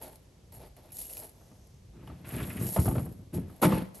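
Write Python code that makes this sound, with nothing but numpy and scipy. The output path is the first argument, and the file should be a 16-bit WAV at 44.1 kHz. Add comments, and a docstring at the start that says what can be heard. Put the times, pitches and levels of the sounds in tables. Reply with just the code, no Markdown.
"""A plastic kayak is rolled off its cart and set down on a gravel yard, some metres away.
Feet shuffle in the stones, which crunch in many tiny impacts. The hull bumps on wooden steps and
scrapes by stick-slip friction, then drops on its side with a hollow knock as its modes ring, and
settles in the gravel. House and trees echo faintly over a low outdoor rumble and a distant insect."""
import sys
import numpy as np
from scipy import signal
from scipy.fft import rfft, irfft
from scipy.io import wavfile

SR = 44100
rng = np.random.default_rng(int(sys.argv[2]) if len(sys.argv) > 2 else 0)


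def generate_wav(sig):
    """Save sig (samples, or channels by samples) to the path in sys.argv[1] as 16-bit PCM at SR."""
    pcm = np.round(np.clip(np.atleast_2d(sig).T, -1, 1) * 32767).astype(np.int16)
    wavfile.write(sys.argv[1], SR, pcm)


N = 176400
T = np.arange(N) / SR

# modes of the hollow hull: pitch_hz, relative_db, t60_s
HULL_MODES = [(128.3, -12, .3), (165, -3, .22), (189.92, 3, .3), (242.93, -5, .2), (280.3, -5.5, .16),
              (308.86, -2.5, .19), (357, -6, .2), (388, -11, .16), (470, -15, .14), (518, -5.5, .24),
              (603, -14, .14), (873.2, -9.5, 0.23), (1243.2, -14, .16), (1705, -19, 0.224),
              (1920, -18, 0.19)]


def amp(db):
    """Amplitude ratio of a level in decibels."""
    return 10 ** (np.asarray(db) / 20)


def unit(x):
    """Normalisation to an rms of 1."""
    return x / np.sqrt(np.mean(x ** 2))


def through(x, response):
    """Convolution of a sound with an impulse response."""
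    return signal.oaconvolve(x, response)[:len(x)]


def colour(points, size=4096):
    """Minimum-phase response of unit energy with the given spectral shape."""
    hz, db = np.array(points).T
    bins_hz = np.arange(size // 2 + 1) * SR / size
    log_gain = np.log(amp(np.interp(np.log(bins_hz + 1), np.log(hz), db)))
    cepstrum = irfft(log_gain)
    cepstrum[1:size // 2] *= 2
    cepstrum[size // 2 + 1:] = 0
    response = irfft(np.exp(rfft(cepstrum)))
    return response / np.linalg.norm(response)


def burst(t60_s, size=24000):
    """Exponentially decaying noise."""
    return rng.standard_normal(size) * np.exp(-np.log(1000) * T[:size] / t60_s)


def ring(modes, size=24000):
    """Free vibration as a sum of damped modes, neighbours in opposite phase."""
    t = T[:size]
    return sum((-1) ** k * amp(db) * np.sin(2 * np.pi * hz * t) * np.exp(-np.log(1000) * t / t60_s)
               for k, (hz, db, t60_s) in enumerate(modes))


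def ping(hz, t60_s, size=1024):
    """A single damped oscillator."""
    return ring([(min(hz, .45 * SR), 0, t60_s)], size=size)


def add(out, start_s, x):
    """Superposition of a sound at a given time."""
    i = max(int(start_s * SR), 0)
    out[i:i + len(x)] += x[:max(N - i, 0)]


def walk(rate_hz):
    """Random modulation: interpolated Gaussian values with a spread near 1."""
    return np.interp(T * rate_hz, np.arange(N), rng.standard_normal(N))


def grains(per_s, spread_db):
    """A Poisson train of tiny impacts, many weak and a few strong."""
    chance = rng.random(N) * SR / per_s
    hit = np.flatnonzero(chance < 1)
    out = np.zeros(N)
    out[hit] = amp(spread_db * np.minimum(-np.log(chance[hit]), 4.5)) * (-1.) ** hit
    return unit(out)


def clinks(low_hz, high_hz, cycles, per_s, spread_db):
    """Randomly struck resonators of equal Q: each decays 60 dB in the given number of cycles."""
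    out = np.zeros(N)
    for when, pitch, strength in rng.random((int(per_s * N / SR), 3)):
        hz = low_hz * (high_hz / low_hz) ** pitch
        gain = amp(spread_db * min(-np.log(1 - strength), 4))
        add(out, when * N / SR, gain * hz * ping(hz, cycles / hz))
    return unit(out)


def envelope(events, level_column):
    """Incoherent events add in power; each rises, holds, then loses 20 dB every fade_s."""
    power = 0
    for row in events:
        start_s, rise_s, hold_s, fade_s = row[:4]
        attack = np.clip((T - start_s) / rise_s, 0, 1)
        decay = 10 ** (-np.maximum(T - start_s - rise_s - hold_s, 0) / fade_s)
        power = power + (attack * decay * amp(row[level_column])) ** 2
    return np.sqrt(power)


def gravel():
    """Granular impacts: clumps of clicks and clinks over duller grinding, with single ringing snaps."""
    # stones shifting under feet and hull: start_s, rise_s, hold_s, fade_s, bright_db, dull_db
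    crunches = [(0.0, .027, .028, .125, -48, -47.5), (.518, .008, .022, .12, -50.5, -56.5),
                (.58, .025, .055, .07, -61, -53), (.762, .008, .02, .07, -66, -57),
                (.81, .015, .08, .157, -66, -60.5), (.918, .005, .043, .148, -46, -64),
                (.967, .019, .038, .143, -39, -58.5), (1.088, .008, .05, .15, -45.5, -60),
                (1.165, .0044, .03, .1, -41, -54), (1.21, .0175, .02, .055, -47, -50),
                (1.32, .03, .2, .3, -70, -68), (2.025, .01, .17, .1, -70, -64),
                (2.24, .061, .27, .04, -46.5, -54), (2.57, .087, .197, .2, -36.5, -51),
                (2.95, .019, .028, .2, -59, -56.5), (3.327, .016, .02, .06, -46, -49.5),
                (3.46, .03, .12, .103, -64, -62), (3.615, .0116, .02, .048, -26, -31),
                (3.68, .023, .06, .1, -44, -39), (3.938, .0116, .023, .78, -51, -56)]
    # stone striking stone, at relative levels: start_s, click_db, pitch_hz, ring_db
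    snaps = [(.032, -38, 3100, -58), (.157, -38, 4200, -57), (.523, -45, 4100, -61), (.766, -46, 2200, -58),
             (.906, -52, 2450, -54), (.921, -39, 5200, -57), (.969, -30, 4100, -48),
             (1.054, -33.5, 2900, -52), (1.099, -33, 2650, -48), (1.135, -31.5, 4400, -54),
             (1.170, -31, 2450, -44), (1.294, -43.5, 4500, -63), (1.670, -50, 5000, -68),
             (2.075, -50, 2950, -46), (2.365, -31.5, 3300, -51), (2.667, -25, 7000, -45),
             (2.826, -29, 6500, -47), (3.125, -45.5, 5000, -63)]
    # spectra of the bright crunch and the dull grind: frequency_hz, relative_db
    crunch_spectrum = [(300, -36), (1200, -15.5), (2500, -6.5), (3400, -7), (4500, -5), (6000, -4),
                       (7200, -1), (9000, .5), (14000, .5)]
    grind_spectrum = [(80, -17), (280, -2), (600, 2), (850, -3), (1250, -16), (2200, -15), (3200, -21),
                      (4300, -17), (5500, -26), (12000, -44)]
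    clumps = amp(1.7 * walk(rate_hz=110))
    clicks = unit(through(grains(per_s=3800, spread_db=3.2), burst(t60_s=.007, size=1024)))
    pebbles = amp(-2.5) * clinks(low_hz=1900, high_hz=12500, cycles=28, per_s=1600, spread_db=2.4)
    bright = amp(-7.5) * unit((clicks + pebbles) * clumps) * envelope(crunches, level_column=4)
    dull = unit(grains(per_s=2600, spread_db=2.2) * clumps) * envelope(crunches, level_column=5)
    rings = np.zeros(N)
    for start_s, click_db, pitch_hz, ring_db in snaps:
        add(bright, start_s, amp(click_db - 9) * burst(t60_s=.0162, size=2048))
        stone = ping(pitch_hz, t60_s=.035, size=2048) + .7 * ping(pitch_hz * 1.09, t60_s=.02, size=2048)
        add(rings, start_s, amp(ring_db - 5) * stone)
    return through(bright, colour(crunch_spectrum)) + through(dull, colour(grind_spectrum)) + rings


def air():
    """Ambient noise: an amplitude-modulated rumble, alike on both sides, under a faint steady hiss."""
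    # outdoor background spectrum: frequency_hz, relative_db
    spectrum = [(20, -18), (30, -3.5), (55, 2.5), (120, -2), (250, -13), (550, -19.5), (1350, -33),
                (6200, -34), (9000, -39), (14000, -55)]
    mid = through(rng.standard_normal(N), colour(spectrum))
    low = signal.sosfilt(signal.butter(2, 300, fs=SR, output="sos"), mid)
    side_colour = colour([(30, 1), (500, 2), (1400, -12), (6000, -12.5), (12000, -32)])
    side = amp(-14.5) * through(rng.standard_normal(N), side_colour)
    waver = low * (amp(2 * walk(rate_hz=9.06)) - 1)
    return amp(-55.5) * (mid + waver + side * np.array([[1], [-1]]))


def insect():
    """Rapid clicks excite one narrow resonance, far off in the trees."""
    # the faint shrill: start_s, rise_s, hold_s, fade_s, level_db
    calls = [(1.25, .15, .36, .06, -74)]
    pitch_hz, bandwidth_hz = 6100, 900
    resonance = signal.iirpeak(pitch_hz, pitch_hz / bandwidth_hz, SR)
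    shrill = signal.lfilter(*resonance, grains(per_s=1500, spread_db=1.2))
    return unit(shrill) * envelope(calls, level_column=4)


def knocks():
    """Impact excitation: the hull clacks, thuds, rings, then booms; longer contact gives less treble."""
    # blows on the hull, at relative levels: start_s, ring_db, clack_db, boom_db, contact_ms
    blows = [(1.410, -56, -52, -52, .14), (1.514, -48, -51, -56, .2), (1.725, -58, -67.5, -42, .45),
             (1.935, -47, -52, -52, .4), (2.027, -46, -48, -47, .25), (2.075, -54, -45, -54, .05),
             (2.099, -42, -39, -38, .21), (2.55, -38, -44, -29, .6), (2.763, -26, -14, -10, .32),
             (2.787, -33, -25, -26, .15), (2.856, -32, -21, -13, .46), (2.879, -26, -22.5, -23, .24),
             (2.912, -34, -27, -25, .35), (2.954, -33, -19.5, -20, .5), (2.981, -32, -23.5, -30, .3),
             (3.062, -46, -35, -40, .39), (3.498, -55, -42, -56, .25), (3.616, -30, -23.5, -42.5, .33),
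             (3.625, -18, -20.5, -29, .132), (3.631, -19.5, -15, -27, .08), (3.644, -11, -21, -34, .12),
             (3.660, -13, -30, -36, .45), (3.712, -26, -36, -23, .6), (3.721, -16, -15.5, -21, .27),
             (3.769, -21, -28, -35, .3)]
    # deep flexing modes of hull and steps: pitch_hz, relative_db, t60_s
    flex_modes = [(62, -9.5, .25), (79, -5, .2), (101.17, -2, .2), (141, -3, 0.205)]
    # spectra of the contact, the hull's many close modes and the boom: frequency_hz, relative_db
    clack_spectrum = [(60, -26), (250, -6), (420, -4.5), (550, 0), (680, -1.5), (880, -.5), (1050, -4),
                      (1250, -3.5), (1600, -10), (3000, -15), (6000, -23), (14000, -40)]
    thud_spectrum = [(60, -28), (120, -6), (170, 0), (260, 0), (340, -3), (450, -15), (700, -26),
                     (3000, -60)]
    boom_spectrum = [(20, -32), (45, -10), (65, -1), (100, -1), (150, -2), (220, -13), (380, -20),
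                     (600, -34), (3000, -72)]
    boom_lag_s = .014
    pushes, clacks, thuds, flexes, booms = np.zeros((5, N))
    for start_s, ring_db, clack_db, boom_db, contact_ms in blows:
        push = np.exp(-T[:512] * 1000 / contact_ms)
        push = push / push.sum()  # force pulse of unit sum
        add(pushes, start_s, amp(ring_db) * push)
        add(thuds, start_s, amp(ring_db - 11.5) * burst(t60_s=.17))
        add(clacks, start_s, amp(clack_db - 3.5) * through(burst(t60_s=.075), push))
        add(flexes, start_s + boom_lag_s, amp(boom_db) * push)
        add(booms, start_s + boom_lag_s, amp(boom_db - 11.5) * burst(t60_s=.22))
    return (amp(-10) * through(pushes, ring(HULL_MODES))
            + through(thuds, colour(thud_spectrum))
            + through(clacks, colour(clack_spectrum))
            + amp(-9) * through(flexes, ring(flex_modes))
            + through(booms, colour(boom_spectrum)))


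def scraping():
    """Stick-slip friction: plastic rasps and chirps over grit, and the slips set the shell droning."""
    # the hull sliding: start_s, rise_s, hold_s, fade_s, rasp_db, drone_db
    slides = [(1.93, .04, .25, .2, -66.5, -49), (2.24, .008, .103, .01, -55, -48),
              (2.315, .02, .095, .12, -48, -33), (2.49, .012, .1, .12, -50, -37.5),
              (2.60, .02, .022, .1, -55, -30), (2.76, .024, .194, .23, -60, -32.5),
              (3.322, .02, .04, .15, -59, -33), (3.618, .012, .022, .05, -33.5, -30),
              (3.675, .02, .09, .09, -45.5, -35)]
    # spectra of the contact and the shell: frequency_hz, relative_db
    rasp_spectrum = [(200, -19.5), (600, 1), (1200, 2), (2300, -1), (3600, -6), (5000, -14), (8000, -22.5),
                     (14000, -38.5)]
    drone_spectrum = [(25, -28), (50, -7), (80, 0), (130, 0), (200, -3), (330, -9), (500, -20), (1000, -35),
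                      (4000, -68)]
    judder = amp(2 * walk(rate_hz=55))
    rasp = amp(-3.5) * through(grains(per_s=3600, spread_db=2.4), colour(rasp_spectrum))
    chirps = amp(-4) * clinks(low_hz=1050, high_hz=2800, cycles=20, per_s=1100, spread_db=2)
    contact = (rasp + chirps) * unit(judder) * envelope(slides, level_column=4)
    slips = unit(grains(per_s=520, spread_db=1.8) * judder) * envelope(slides, level_column=5)
    shell = colour(drone_spectrum)
    hollow = through(ring(HULL_MODES), shell)
    return contact + through(slips, shell) + amp(-14) * through(slips, hollow / np.linalg.norm(hollow))


def catches():
    """Stick-slip in short bursts: an uneven run of slips whose pitch sags as the plastic lets go."""
    # gritty catches of the sliding hull: start_s, length_s, pitch_hz, level_db
    snags = [(2.244, .022, 2350, -56), (2.300, .018, 2250, -53), (2.362, .032, 2200, -51),
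             (2.398, .022, 1900, -47), (2.424, .022, 2700, -51), (2.498, .022, 2200, -47.5),
             (2.567, .018, 2150, -48.5)]
    slips_per_s = 1200
    glide, scatter = -.12, .15  # natural log of the pitch ratio
    out = np.zeros(N)
    for start_s, length_s, pitch_hz, level_db in snags:
        run = np.zeros(N)
        slips = max(int(length_s * slips_per_s), 2)
        progress = (np.arange(slips) + rng.random(slips)) / slips
        for along, detune in zip(progress, rng.standard_normal(slips)):
            slip_hz = pitch_hz * np.exp(glide * (along - .5) + scatter * detune)
            add(run, start_s + along * length_s, np.sin(np.pi * along) ** .5 * ping(slip_hz, t60_s=.006))
        out += amp(level_db) * run * np.sqrt(length_s * SR / np.sum(run ** 2))
    return out


def echoes(x):
    """Diffuse reflection: quick scatter from ground and house, and a faint dull reverberant tail."""
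    wall_colour = colour([(60, -21.5), (200, -9.5), (500, .5), (2500, 1), (6000, -3), (12000, -3)])
    tail_colour = colour([(30, -12.5), (150, -3.5), (1000, -.5), (4000, -5), (12000, -13.5)])
    walls = through(burst(t60_s=.0885), wall_colour)
    tail = through(burst(t60_s=.665), tail_colour)
    return through(x, amp(-15) * walls / np.linalg.norm(walls) + amp(-23) * tail / np.linalg.norm(tail))


def yard(x):
    """Decorrelated reflections widen the direct sound; the bass stays alike on both sides."""
    side = amp(1) * signal.sosfilt(signal.butter(1, 260, "high", fs=SR, output="sos"), echoes(x))
    return x + echoes(x) + side * np.array([[1], [-1]])


def scene():
    """A level difference puts kayak and feet a touch left of centre in the open yard."""
    near = knocks() + gravel() + scraping() + catches()
    return amp([[.2], [-.4]]) * yard(near) + air() + insect()


def record(dry):
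    """Port resonance: the microphone peaks and falls out of phase in the treble, and its treble ends at a cut-
    off; a high-pass also removes the deepest bass."""
    # microphone response: frequency_hz, gain_db
    response = [(20, 0), (7000, 0), (8500, 1), (9600, 3.5), (10300, 7), (10800, 13.5), (11400, 13.5),
                (12300, 6), (13050, -2), (13350, -24), (16000, -27)]
    # phase between its two ports: frequency_hz, lag_half_turns
    port_phase = [(0, 0), (8800, 0), (10200, 1), (11800, 2), (22050, 2)]
    low_cut_hz, high_cut_hz = 37.6, 15300
    size = 2 * N
    hz = np.arange(N + 1) * SR / size
    left, right = rfft(dry, size) * amp(np.interp(hz, *np.array(response).T))
    lag = np.exp(1j * np.pi * np.interp(hz, *np.array(port_phase).T))
    heard = irfft(np.array([left / lag, right]))[:, :N]
    heard = signal.sosfilt(signal.butter(2, low_cut_hz, "high", fs=SR, output="sos"), heard)
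    return signal.sosfilt(signal.ellip(8, .2, 70, high_cut_hz, fs=SR, output="sos"), heard)


dry = scene()
out = record(dry)
generate_wav(out)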